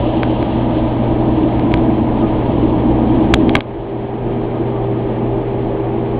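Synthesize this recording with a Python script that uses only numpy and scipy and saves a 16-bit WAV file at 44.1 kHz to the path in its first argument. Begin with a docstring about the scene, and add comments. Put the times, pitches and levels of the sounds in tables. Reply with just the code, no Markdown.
"""A parked aircraft's power unit runs on an open apron at night, heard through a small hand-held camera.
From the start, a generator hum and a fan tone stand over a throbbing exhaust drone, a jet roar that
echoes off the wing, and intake hiss. The camera's casing clicks now and then, and a faint squeal passes.
Past three seconds, harder clicks overload the microphone and a finger scuffs the casing. At once the
level drops abruptly; it creeps back with a thinner drone, and one more faint squeal follows."""
import sys
import numpy as np
from scipy import signal
from scipy.fft import rfft, irfft, next_fast_len
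from scipy.io import wavfile
from scipy.ndimage import uniform_filter1d

SR = 44100
rng = np.random.default_rng(int(sys.argv[2]) if len(sys.argv) > 2 else 0)


def transcribe(signal):
    """Save signal, clipped to [-1, 1], as a 16-bit WAV file at the path in sys.argv[1]."""
    frames = np.atleast_2d(signal).T
    limited = np.clip(frames, -1, 1)
    pcm = np.round(limited * 32767).astype(np.int16)
    wavfile.write(sys.argv[1], SR, pcm)


N = 272979
TIME = np.arange(N) / SR
DROP_S, RECOVERY_S = 3.5925, 0.87   # when the level drops, and how long it takes to creep back
HUM_HZ, FAN_HZ, GEAR_HZ, WHINE_HZ = 120.2, 396.3, 1238, 3210

# Exhaust resonances. Each row: pitch in Hz, width in Hz, relative dB before the drop, and after it.
EXHAUST_MODES = [(166, 15, -13.5, -15.5), (175.6, 15, -14.5, -23), (205.7, 15, -11.5, -15.5),
                 (215, 10, -10, -5.5), (237.1, 9, -4.5, -5.5), (253, 34, -5, -13), (292, 15, -6.5, -7.5),
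                 (318.6, 9, -1.5, -7), (333.5, 16, -5, 0.5)]
# The drone's swell as the camera moves, up to the drop. Each row: time in seconds, level in dB.
DRONE_RIDE = [(0, -19), (.9, -17.5), (1.9, -13.5), (2.4, -17.5), (3.1, -12.5), (3.59, -15)]
# The hum's partials. Each row: multiple of its pitch, relative dB before the drop, and after it.
HUM_PARTIALS = [(1 / 3, -14.5, -12.5), (1 / 2, -11.5, -26.5), (1, 0, 0), (2, -12.5, -11)]
# Tone colour of the jet roar. Each row: frequency in Hz, relative level in dB.
ROAR_SPECTRUM = [(20, -20), (100, 2.5), (150, 0.5), (260, -3), (375, -1), (470, 4.5), (540, 0), (615, -0.5),
                 (760, -0.5), (950, -7), (1130, -15), (1250, -15.5), (1400, -34.5), (2200, -58.5)]
# Turbine howl. Each row: pitch in Hz, width in Hz, relative dB before the drop, and after it.
HOWL_MODES = [(615, 24, -12.5, -25), (808, 18, -13.5, -18), (964, 110, -13.5, -19.5)]
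# The bounce off the wing as the camera moves. Each row: time in seconds, delay in milliseconds.
WING_DELAYS = [(0, 3.18), (.6, 3.28), (1.75, 3.01), (2.8, 3.36), (4, 3.12), (6.19, 3.53)]
# Booms under the airframe. Each row: pitch in Hz, width in Hz, relative dB before the drop, and after it.
BOOM_MODES = [(27, 7.5, -3.5, -3.5), (41.6, 11, -8.5, -0.5), (61.3, 11, 0, -2), (69.6, 5.8, -3.5, -13.5),
              (100, 18, -7, -19.5)]
# Tone colour of the intake hiss. Each row: frequency in Hz, relative level in dB.
INTAKE_SPECTRUM = [(900, -11.5), (1400, -1.5), (1650, 0), (2000, -2), (2350, -2), (2650, -9), (3100, -17.5),
                   (4000, -43.5)]
# Tone colour of the brighter compressor hiss. Each row: frequency in Hz, relative level in dB.
COMPRESSOR_SPECTRUM = [(2000, -19.5), (2650, -1), (3150, 0.5), (3500, -4), (4000, -11.5), (4500, -20),
                       (4800, -27), (5100, -43)]
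# Touches on the casing. Each row: start in seconds, strength in dB, thump in dB relative to that,
# most excited frequency in Hz.
CASING_TOUCHES = [(0.2319, -2.5, -2.5, 1790), (0.427, -13, -3, 1880), (1.5954, -17, -8, 2400),
                  (1.718, -18.5, -15, 2400), (1.7396, -2.5, -1, 2330), (1.7732, -19, -22, 3200),
                  (3.3384, 7.5, -5.5, 1590), (3.3413, 8, -14.5, 3800), (3.4934, -5, -23, 2930),
                  (3.5528, 5, -15, 2160), (3.5546, 2, -20, 2110), (3.5664, -7, 1, 2700),
                  (3.6063, -6.5, -19, 2820)]
# The casing's ring. Each row: pitch in Hz, relative level in dB, seconds to fade by 60 dB.
CASING_MODES = [(688, 6, 0.012), (1230, -4, 0.016), (1548, -7, 0.016), (2263, -.5, 0.0051),
                (3285, -6.5, 0.01), (3820, -7.5, 0.0055)]
# Tone colour of the finger scuff. Each row: frequency in Hz, relative level in dB.
SCUFF_SPECTRUM = [(150, -21), (450, -5), (700, 14), (1100, -3), (1500, -13.5), (3300, -24), (4700, -34.5)]
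# Faint squeals. Each row: midpoint in seconds, length in seconds, pitch in Hz, level in dB.
FAR_SQUEALS = [(1.791, 0.25, 965, -35), (4.766, 0.068, 1155, -35)]


def exhaust_drone():
    """The exhaust's resonances throb against each other and surge at random."""
    surge = from_db(1.1 * drift(5.0))
    gain = dropping(in_time(DRONE_RIDE), settled_db=-22.5, dip_db=8.5)
    return gain * surge * steady_resonances(EXHAUST_MODES, settle_s=0.15)


def generator_hum():
    """The generator's hum and its weaker partials, all locked to one shaft."""
    gain = dropping(-21 - 0.32 * TIME, settled_db=-23, dip_db=12)
    waver = from_db(1.2 * drift(6.5))
    phase = shaft_phase(HUM_HZ, wander=0.002078, wander_hz=3.3)
    hum = 0
    for multiple, before_db, after_db in HUM_PARTIALS:
        partial = np.sqrt(2) * np.sin(multiple * phase + rng.uniform(0, 2 * np.pi))
        hum += across_drop(from_db(before_db), from_db(after_db)) * partial
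    return gain * waver * hum


def turbine():
    """Jet roar with its wing echo, a howl and a thin gear tone, all riding one fader."""
    roar = from_db(2.0) * wing_echo(turbulence(ROAR_SPECTRUM, flutter_db=0.6, flutter_hz=14))
    howl = resonances(HOWL_MODES)
    gears = from_db(-29.0) * blade_tone(GEAR_HZ, wander=0.0015, waver_db=6.5)
    return dropping(-22.5 + 0.22 * TIME, settled_db=-25, dip_db=6) * (roar + howl + gears)


def wing_echo(roar, near=0.35, far=0.1, fade_s=2.2):
    """A short echo combs the roar; its peaks slide and it weakens as the camera moves on."""
    delay_s = in_time(WING_DELAYS) / 1000
    strength = far + (near - far) * np.exp(-(TIME / fade_s) ** 2)
    return roar + strength * np.interp(TIME - delay_s, TIME, roar)


def fan_tone():
    """The fan's blades sing one note that grows louder up to the drop."""
    gain = dropping(-38 + 3.6 * TIME, settled_db=-24.5, dip_db=10)
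    sway = from_db(0.05 * drift(3.0))
    return gain * sway * blade_tone(FAN_HZ, wander=0.0013, waver_db=1.8)


def airframe_rumble():
    """The air under the airframe booms at a few low pitches."""
    gain = dropping(-26.5 + 0.8 * TIME, settled_db=-33.5, dip_db=7.5)
    return gain * steady_resonances(BOOM_MODES, settle_s=0.4)


def intake_hiss():
    """Air rushes into the intake with a fluttering hiss."""
    gain = dropping(-40.5 + 0.26 * TIME, settled_db=-42.4, dip_db=5)
    return gain * turbulence(INTAKE_SPECTRUM, flutter_db=0.85, flutter_hz=25)


def compressor(facing_db=5.5, turn_away_s=0.93):
    """Bright hiss and a faint blade whine, stronger at first until the camera turns away."""
    facing = from_db(facing_db * np.exp(-(TIME / turn_away_s) ** 2))
    hiss = turbulence(COMPRESSOR_SPECTRUM, flutter_db=1.2, flutter_hz=25)
    whine = from_db(-17.5) * blade_tone(WHINE_HZ, wander=0.0019, waver_db=7.0)
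    return facing * dropping(-44.5 + 0.2 * TIME, settled_db=-49, dip_db=4) * (hiss + whine)


def casing_clicks(focus_db_per_octave=10):
    """Each touch rings the plastic casing for milliseconds and thumps the microphone on its mount."""
    start_s, strength_db, thump_db, centre_hz = np.transpose(CASING_TOUCHES)
    starts = np.round(start_s * SR).astype(int)
    clicks = np.zeros(N)
    for k, (hz, mode_db, t60_s) in enumerate(CASING_MODES):
        # the place of a touch decides which modes answer most
        off_centre_db = focus_db_per_octave * np.abs(np.log2(hz / centre_hz))
        taps = np.bincount(starts, from_db(strength_db + mode_db - off_centre_db), N)
        clicks += (-1) ** k * ring(taps, hz, t60_s)
    jolts = np.bincount(starts, from_db(strength_db + thump_db), N)
    return clicks - ring(jolts, hz=114.8, t60_s=0.022)


def finger_scuff(start_s=3.552):
    """A finger rubs roughly on the casing, cut off by the drop."""
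    gate = across_drop(TIME > start_s, 0)
    return gate * from_db(-19) * turbulence(SCUFF_SPECTRUM, flutter_db=11.0, flutter_hz=50)


def squeal(centre_s, length_s, hz, level_db):
    """A short far-off tone that swells and fades."""
    swell = np.exp(-(2 * (TIME - centre_s) / length_s) ** 4)
    return from_db(level_db) * swell * blade_tone(hz, wander=0.008, waver_db=2)


def resonances(modes):
    """Turbulence rings narrow resonances that beat against each other."""
    out = 0
    for centre_hz, width_hz, before_db, after_db in modes:
        ringing = noise(lambda hz: 1 / (1 + ((hz - centre_hz) / width_hz * 1.3) ** 2))
        out += ringing * across_drop(from_db(before_db), from_db(after_db))
    return out


def steady_resonances(modes, settle_s):
    """Ringing resonances whose joint power is held steady."""
    ringing = resonances(modes)
    power = uniform_filter1d(ringing ** 2, int(settle_s * SR))
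    return ringing / np.sqrt(power + 1e-12)


def turbulence(spectrum, flutter_db, flutter_hz):
    """Broad noise that flutters in level."""
    points_hz, level_db = np.transpose(spectrum)
    flow = noise(lambda hz: from_db(np.interp(np.log(hz), np.log(points_hz), level_db)))
    return rms_one(flow * from_db(flutter_db * drift(flutter_hz)))


def blade_tone(hz, wander, waver_db):
    """A rotor's tone, wavering in the moving air."""
    tone = np.sin(shaft_phase(hz, wander, wander_hz=8))
    return rms_one(tone * from_db(waver_db * drift(8.6)))


def shaft_phase(hz, wander, wander_hz):
    """Phase of a governed shaft whose speed strays by the small fraction `wander`."""
    return 2 * np.pi * np.cumsum(hz * (1 + wander * drift(wander_hz))) / SR


def ring(taps, hz, t60_s):
    """A unit tap sets off a dying sine of height 1."""
    decay, step = from_db(-60 / (t60_s * SR)), 2 * np.pi * hz / SR
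    return signal.lfilter([0, np.sin(step)], [1, -2 * decay * np.cos(step), decay ** 2], taps + 1e-18)


def dropping(before_db, settled_db, dip_db):
    """A layer's fader: at the drop it lands dip_db under its settled level, then climbs evenly to it."""
    dip_left = np.clip(1 - (TIME - DROP_S) / RECOVERY_S, 0, 1)
    recovery = 1 - dip_left * (1 - from_db(-dip_db))
    return across_drop(from_db(before_db), from_db(settled_db) * recovery)


def across_drop(before, after):
    """A one-millisecond crossfade at the drop."""
    passed = np.clip((TIME - DROP_S) / 0.001 + 0.5, 0, 1)
    return (1 - passed) * before + passed * after


def drift(rate_hz):
    """A slow random wobble with a spread of 1."""
    return noise(lambda hz: 1 / (1 + (hz / rate_hz) ** 4))


def noise(shape):
    """Noise whose amplitude spectrum is shape(Hz); rms 1."""
    size = next_fast_len(N)
    white = rfft(rng.standard_normal(size))
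    hz = np.maximum(np.arange(len(white)) * SR / size, 1)
    return rms_one(irfft(white * shape(hz), size)[:N])


def in_time(rows):
    """An automation curve through (seconds, value) points."""
    return np.interp(TIME, *np.transpose(rows))


def from_db(db):
    """Decibels to gain."""
    return 10 ** (np.asarray(db) / 20)


def rms_one(x):
    """Scale to an rms of 1."""
    return x / np.sqrt(np.mean(x ** 2) + 1e-20)


def scene():
    """The power unit, the handling noises and the squeals, mixed to mono."""
    airflow = exhaust_drone() + airframe_rumble() + turbine() + intake_hiss()
    machinery = compressor() + fan_tone() + generator_hum()
    handling = casing_clicks() + finger_scuff()
    squeals = sum(squeal(*row) for row in FAR_SQUEALS)
    return (airflow + machinery + handling + squeals)[None]


def record(dry):
    """A narrow-band microphone channel clips hard near full scale; the very top is then cut."""
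    mic_top_hz, cutoff_hz = 4780, 15700
    narrow = signal.sosfilt(signal.ellip(8, 0.2, 80, mic_top_hz, fs=SR, output="sos"), dry)
    clipped = np.clip(narrow, -0.97, 0.97)
    return signal.sosfilt(signal.cheby2(12, 70, cutoff_hz, fs=SR, output="sos"), clipped)


dry = scene()
out = record(dry)
transcribe(out)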